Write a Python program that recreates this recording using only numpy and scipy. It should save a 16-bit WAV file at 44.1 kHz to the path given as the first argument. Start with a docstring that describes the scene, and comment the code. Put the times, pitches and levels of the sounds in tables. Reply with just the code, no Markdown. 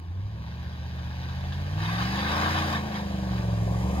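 """On a snowy road, a V8 pickup comes towards the listener, pulls hard for a second, eases off, pulls again.
Two rows of cylinders fire unevenly into one pipe, so the exhaust burbles and growls. Its tones, called
orders, are whole multiples of the engine's cycle rate. The engine bay rattles, knocks a few times and,
under load, roars in time with the firings and howls. Tyre noise and spray swell on the wet road as the
truck nears, over a low rumble of wind."""
import sys
import numpy as np
from scipy import signal
from scipy.fft import rfft, irfft
from scipy.io import wavfile
from scipy.ndimage import uniform_filter1d

SR = 44100
rng = np.random.default_rng(int(sys.argv[2]) if len(sys.argv) > 2 else 0)


def inscribe(sig):
    """Save sig as 16-bit PCM at rate SR to the path in sys.argv[1].

    A 1-D sig is mono; a 2-D sig holds one channel per row.
    Samples are clipped to [-1, 1] before scaling.
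    """
    pcm = np.round(np.clip(np.atleast_2d(sig).T, -1, 1) * 32767)
    wavfile.write(sys.argv[1], SR, pcm.astype(np.int16))


N = 176400
TIME = np.arange(N) / SR
FREQS = np.fft.rfftfreq(N, 1 / SR)
WAVER_HZ = 7  # how fast each engine tone wavers in level

# which row of cylinders each of the eight firings comes from: 0 near, 1 far
FIRING_ROW = [1, 0, 1, 1, 0, 1, 0, 0]


def amp(db):
    """Turns decibels into a number to multiply by."""
    return 10 ** (np.asarray(db) / 20)


def unit_level(x):
    """Scales a signal to an average size (rms) of one."""
    return x / np.sqrt(np.mean(x ** 2) + 1e-20)


def at_hz(points, hz):
    """Reads a table at the given frequencies, on a log-frequency axis."""
    f, value = np.transpose(points)
    return np.interp(np.log(hz + 1), np.log(f + 1), value)


def over_time(points):
    """Reads a table of times and values at every sample."""
    return np.interp(TIME, *np.transpose(points))


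def drift(hz):
    """A smooth random wobble of size one, up to about the given rate."""
    return unit_level(irfft(rfft(rng.standard_normal(N)) / (1 + (FREQS / hz) ** 4), N))


def to_stereo(left, right, swing_s=(2, 3.7), swing_ratio=1.018):
    """Turns two spectra into left and right sound; delay and shading shift as the truck swings aside."""
    # how far the left side leads: f/Hz, phase/rad
    left_lead = [(170, 0.24), (300, 0.41), (570, 1.63), (820, 0.77), (1100, 1.46), (1400, 3.1), (1600, 6.7),
                 (2000, 9.58), (2400, 11.15), (2800, 16.3), (3400, 21.8), (3550, 16.63), (4300, 21.85),
                 (4650, 19.2), (5300, 23), (6000, 21.5), (7000, 26.44), (11000, 31.26), (15000, 37)]
    # how much louder the left side is: f/Hz, level/dB
    balance = [(120, -0.5), (340, -1.5), (550, 2.5), (690, 10.5), (900, 2.5), (1250, -2), (1500, 13),
               (1820, -5.5), (2550, 5.5), (3050, -0.5), (3500, 3.5), (3950, -2), (4450, 5.5), (5000, -2),
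               (10000, -1)]

    def facing(hz):
        tilt = amp(at_hz(balance, hz))
        delay = np.exp(-1j * at_hz(left_lead, hz))
        return irfft(np.array([left * tilt, right * delay]) * np.sqrt(2 / (1 + tilt ** 2)), N)
    swing = np.interp(TIME, swing_s, [0, 1])
    return (1 - swing) * facing(FREQS) + swing * facing(FREQS / swing_ratio)


def coloured(noise_pair, colour):
    """Gives two noises a tone colour and makes them partly alike; the result has size one."""
    # how alike left and right are: f/Hz, likeness from 0 to 1
    likeness = [(150, 1), (450, 0.73), (700, 0.74), (1250, 0.99), (2000, 0.89), (2500, 0.26), (3800, 1),
                (7000, 0.53), (14000, 1)]
    left, other = rfft(noise_pair) * amp(at_hz(colour, FREQS))
    same = np.clip(at_hz(likeness, FREQS), 0, 1)
    right = same * left + np.sqrt(1 - same ** 2) * other
    return unit_level(to_stereo(left, right))


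def patchy_noise(patchy_db, patch_bins=4, patch_frames=9):
    """Two noises in which small patches of low or high sound briefly get louder or softer."""
    frames = signal.stft(rng.standard_normal((2, N)), nperseg=1024, noverlap=768)[2]
    patches = rng.standard_normal(frames.shape[:0:-1]).T
    patches = uniform_filter1d(patches, patch_bins, axis=0)  # smooth across frequency
    patches = unit_level(uniform_filter1d(patches, patch_frames, axis=1))  # and across time
    return signal.istft(frames * amp(patchy_db * patches), nperseg=1024, noverlap=768)[1][:, :N]


def exhaust(cycles, rate, lumpy_db=0.98, main_waver_db=0.4, weak_waver_db=1.6, far_lag_cycles=0.03):
    """Two rows of cylinders fire unevenly into one pipe, giving a lumpy stack of low tones."""
    # strongest tones, listed by order: t/s, level/dB
    main_orders = { 3: [(0, -68), (1.3, -54), (1.9, -41), (2.2, -35.5), (2.6, -31), (2.9, -39.5),
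                   (3.3, -35.5), (3.7, -34.5), (4, -28)], 5: [(0, -61.5), (.35, -40), (.7, -36), (1.3, -35),
                   (1.85, -30.5), (2.05, -33), (2.26, -43), (2.58, -35.5), (3.1, -44.5), (3.35, -31.5),
                   (3.62, -25.5), (3.8, -29.5), (4, -41)], 8: [(0, -40.5), (.2, -31), (.3, -35.5),
                   (.45, -43.5), (1, -40.5), (1.6, -37.5), (1.9, -31.5), (2.25, -34.5), (2.5, -43.5),
                   (2.95, -35), (3.35, -33.5), (4, -32)], 11: [(0, -73), (.4, -45), (1.6, -43.5),
                   (1.85, -55), (2.2, -45.5), (2.62, -39.5), (2.95, -55), (3.7, -55), (4, -46.5)]}
    # weaker tones: order, relative level/dB
    weak_orders = [(4, -9), (6, -8), (7, -3.5), (9, -14), (10, -17), (13, -11), (14, -18), (16, -12.5)]
    # rise and fall of all the weaker tones: t/s, level/dB
    burble = [(0, -41), (.6, -39), (1.6, -40.5), (2.4, -33.5), (3.1, -37.5), (4, -37.5)]
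    # how the pipe boosts or cuts them: f/Hz, gain/dB
    pipe = [(45, -20), (62, -7), (100, -2), (130, -8.5), (180, 0.5), (235, -8.5), (275, -5.5), (310, 1),
            (400, -12)]
    levels = [(order, over_time(curve) + main_waver_db * drift(WAVER_HZ))
              for order, curve in main_orders.items()]
    for order, db in weak_orders:
        piped_db = db + over_time(burble) + at_hz(pipe, order * rate)
        levels.append((order, piped_db + weak_waver_db * drift(WAVER_HZ)))
    firings = np.arange(len(FIRING_ROW)) / len(FIRING_ROW) + far_lag_cycles * np.array(FIRING_ROW)
    spread = np.interp(TIME, (2.77, 3.3), [1, 0])  # close by, the tones line up into one thump a cycle
    tones = np.zeros(N)
    for order, db in levels:
        lead = np.angle(np.exp(-2j * np.pi * order * firings).sum())
        tones -= np.sqrt(2) * amp(db) * np.sin(2 * np.pi * order * cycles + spread * lead)
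    spectrum = rfft(tones * amp(lumpy_db * drift(hz=35)))
    return to_stereo(spectrum, spectrum)


def wind(gust_db=4.0):
    """Wind makes a low rumble that flutters in quick gusts."""
    # strength of the wind: t/s, level/dB
    loudness = [(0, -50), (2, -51), (2.8, -45), (4, -40.5)]
    # colour of the rumble: f/Hz, relative level/dB
    colour = [(30, -21), (52, 1.5), (200, -3.5), (300, -15), (4000, -88)]
    rumble = coloured(rng.standard_normal((2, N)), colour)
    return rumble * amp(over_time(loudness) + gust_db * drift(hz=17))


def tyres():
    """The tread rolling on the wet road makes a rush that swells as the truck nears."""
    # swell of the rush: t/s, level/dB
    loudness = [(0, -56.5), (1.4, -54.5), (2.7, -36.5), (3.2, -46), (3.6, -43.5), (4, -35.5)]
    # colour of the rush: f/Hz, relative level/dB
    colour = [(100, -12), (260, -6.5), (600, -2.5), (1150, -2.5), (1500, -21.5), (2000, -13.5),
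              (4000, -22.5), (8000, -39.5)]
    return coloured(patchy_noise(patchy_db=3.0), colour) * amp(over_time(loudness))


def firing_bursts(cycles, depth, decay_gaps, uneven_db, flicker_db=0.5):
    """A loudness curve that jumps at each firing and fades; decay is counted in gaps between firings."""
    firing = cycles * len(FIRING_ROW)
    strength = amp(uneven_db * np.clip(rng.standard_normal(N), -2, 2))[firing.astype(int)]
    bursts = 1 + depth * strength * np.exp(-(firing % 1) / decay_gaps)
    return unit_level(bursts * amp(flicker_db * drift(hz=22)))


def rattle(cycles):
    """The engine bay rattles with a short burst of noise at each firing."""
    # strength of the rattle: t/s, level/dB
    loudness = [(0, -57.5), (.35, -53.5), (0.501, -49), (1, -47), (1.3, -44), (1.75, -43.5), (2.7, -43.5),
                (3.1, -44), (3.28, -44), (3.38, -40), (3.45, -45), (4, -49.5)]
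    # colour of the rattle: f/Hz, relative level/dB
    colour = [(150, -16), (400, -4), (750, 3), (1300, -1), (1850, 0.5), (2250, -5.5), (3900, -5.5),
              (5000, -10), (6200, -16.5), (7800, -33), (16000, -25)]
    bursts = firing_bursts(cycles, depth=1.1, decay_gaps=0.35, uneven_db=2)
    return coloured(patchy_noise(patchy_db=1.5) * bursts, colour) * amp(over_time(loudness))


def growl(cycles, rate, waver_db=3.5):
    """Higher exhaust tones glide through the pitches at which the pipe rings, each one wavering."""
    # strength of one tone before the pipe: t/s, level/dB
    loudness = [(0, -73), (1.5, -68.5), (2.4, -51.5), (3.1, -55), (4, -52)]
    # how the pipe boosts or cuts a tone: f/Hz, gain/dB
    pipe = [(340, -0.5), (430, -5.5), (580, 1.5), (640, -4), (720, -0.5), (850, -13.5)]
    tones = np.zeros(N)
    for order in range(17, 46):
        gain = amp(at_hz(pipe, order * rate) + waver_db * drift(WAVER_HZ))
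        tones += gain * np.sin(2 * np.pi * (order * cycles + rng.random()))
    spectrum = rfft(np.sqrt(2) * tones * amp(over_time(loudness)))
    return to_stereo(spectrum, spectrum)


def spray(drops_per_s=5600, spread_db=2):
    """Fine drops thrown off the tread make a bright, grainy hiss."""
    # strength of the hiss: t/s, level/dB
    loudness = [(0, -76.5), (2.2, -58.5), (2.6, -51), (2.85, -57.5), (3.4, -58), (4, -51.5)]
    # colour of the hiss: f/Hz, relative level/dB
    colour = [(2500, -28), (4800, 2.5), (6600, 3.5), (8000, -1.5), (15500, -10)]
    size = amp(spread_db * np.minimum(rng.exponential(1, (2, N)), 4))
    drops = size * rng.standard_normal((2, N)) * (rng.random((2, N)) < drops_per_s / SR)
    return coloured(drops, colour) * amp(over_time(loudness))


def knocks(rise_s=0.00087, decay_s=0.02):
    """Single hard firings stand out as short, rasping bursts."""
    # the hard firings: t/s, peak level/dB
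    hits = [(0.987, -44.5), (1.286, -44.5), (1.522, -39), (2.442, -32)]
    # colour of a knock: f/Hz, relative level/dB
    colour = [(300, -18), (1100, -1), (1650, -1.5), (2300, -17), (3700, -3), (12000, -50)]
    loudness = np.zeros(N)
    for start, db in hits:
        rise = np.clip((TIME - start) / rise_s, 0, 1)
        loudness += amp(db) * rise * np.exp(-abs(TIME - start - rise_s) / decay_s)
    return coloured(rng.standard_normal((2, N)), colour) * loudness


def roar(cycles):
    """When the engine pulls hard, longer bursts from the firings run together into a roar."""
    # strength of the roar: t/s, level/dB
    loudness = [(1.72, -77), (1.799, -36.5), (2, -32), (2.23, -31.5), (2.38, -28.5), (2.57, -29),
                (2.65, -31), (2.76, -29.5), (2.83, -44.5), (2.91, -46.5), (2.96, -34.5), (3.15, -68)]
    # colour of the roar: f/Hz, relative level/dB
    colour = [(200, -14.5), (600, -18.5), (710, -1), (900, -6.5), (1130, 0.5), (1400, -5.5), (1900, -3),
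              (2400, -11), (3900, -10), (4300, -15.5), (4900, -14), (5400, -19), (7800, -32.5),
              (12000, -34.5), (16000, -33)]
    bursts = firing_bursts(cycles, depth=0.73, decay_gaps=1.0, uneven_db=2.5)
    return coloured(patchy_noise(patchy_db=3.0) * bursts, colour) * amp(over_time(loudness))


def howl(centre_hz=1120, width_hz=330, peak_db=-31.5, peak_s=2.396, span_s=0.19):
    """At full load a broad, throaty ringing in the roar swells and fades."""
    hz = np.geomspace(centre_hz / 10, centre_hz * 10, num=200)
    hump_db = -20 * np.log10(1 + ((hz - centre_hz) / width_hz) ** 2)
    swell = np.exp(-((TIME - peak_s) / span_s) ** 2)
    return amp(peak_db) * swell * coloured(rng.standard_normal((2, N)), np.transpose([hz, hump_db]))


def scene():
    """One engine speed drives rattle, roar, exhaust and growl; the other sounds are added to them."""
    # engine speed, with eight firings to a cycle: t/s, cycle rate/Hz
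    speed = [(0,10.2),(0.11,10.9),(0.3,13.25),(0.5,15.05),(0.7,15.56),(1.1,15.53),(1.4,16.4),(1.65,17.65),(1.99,22.55),(2.31,26.7),(2.54,29.15),(2.61,28.9),(3.02,25.25),(3.3,23.55),(3.6,21.55),(3.79,22.7),(4,24.55)]
    rate = uniform_filter1d(over_time(speed), size=2500, mode="nearest")
    cycles = np.cumsum(rate) / SR
    engine = rattle(cycles) + roar(cycles) + exhaust(cycles, rate) + growl(cycles, rate)
    return engine + knocks() + howl() + tyres() + spray() + wind()


def record(dry):
    """Cuts away the very highest treble."""
    low_pass = signal.firwin(511, cutoff=15700, window=("kaiser", 9), fs=SR)
    return signal.oaconvolve(dry, low_pass[None], "same")


dry = scene()
out = record(dry)
inscribe(out)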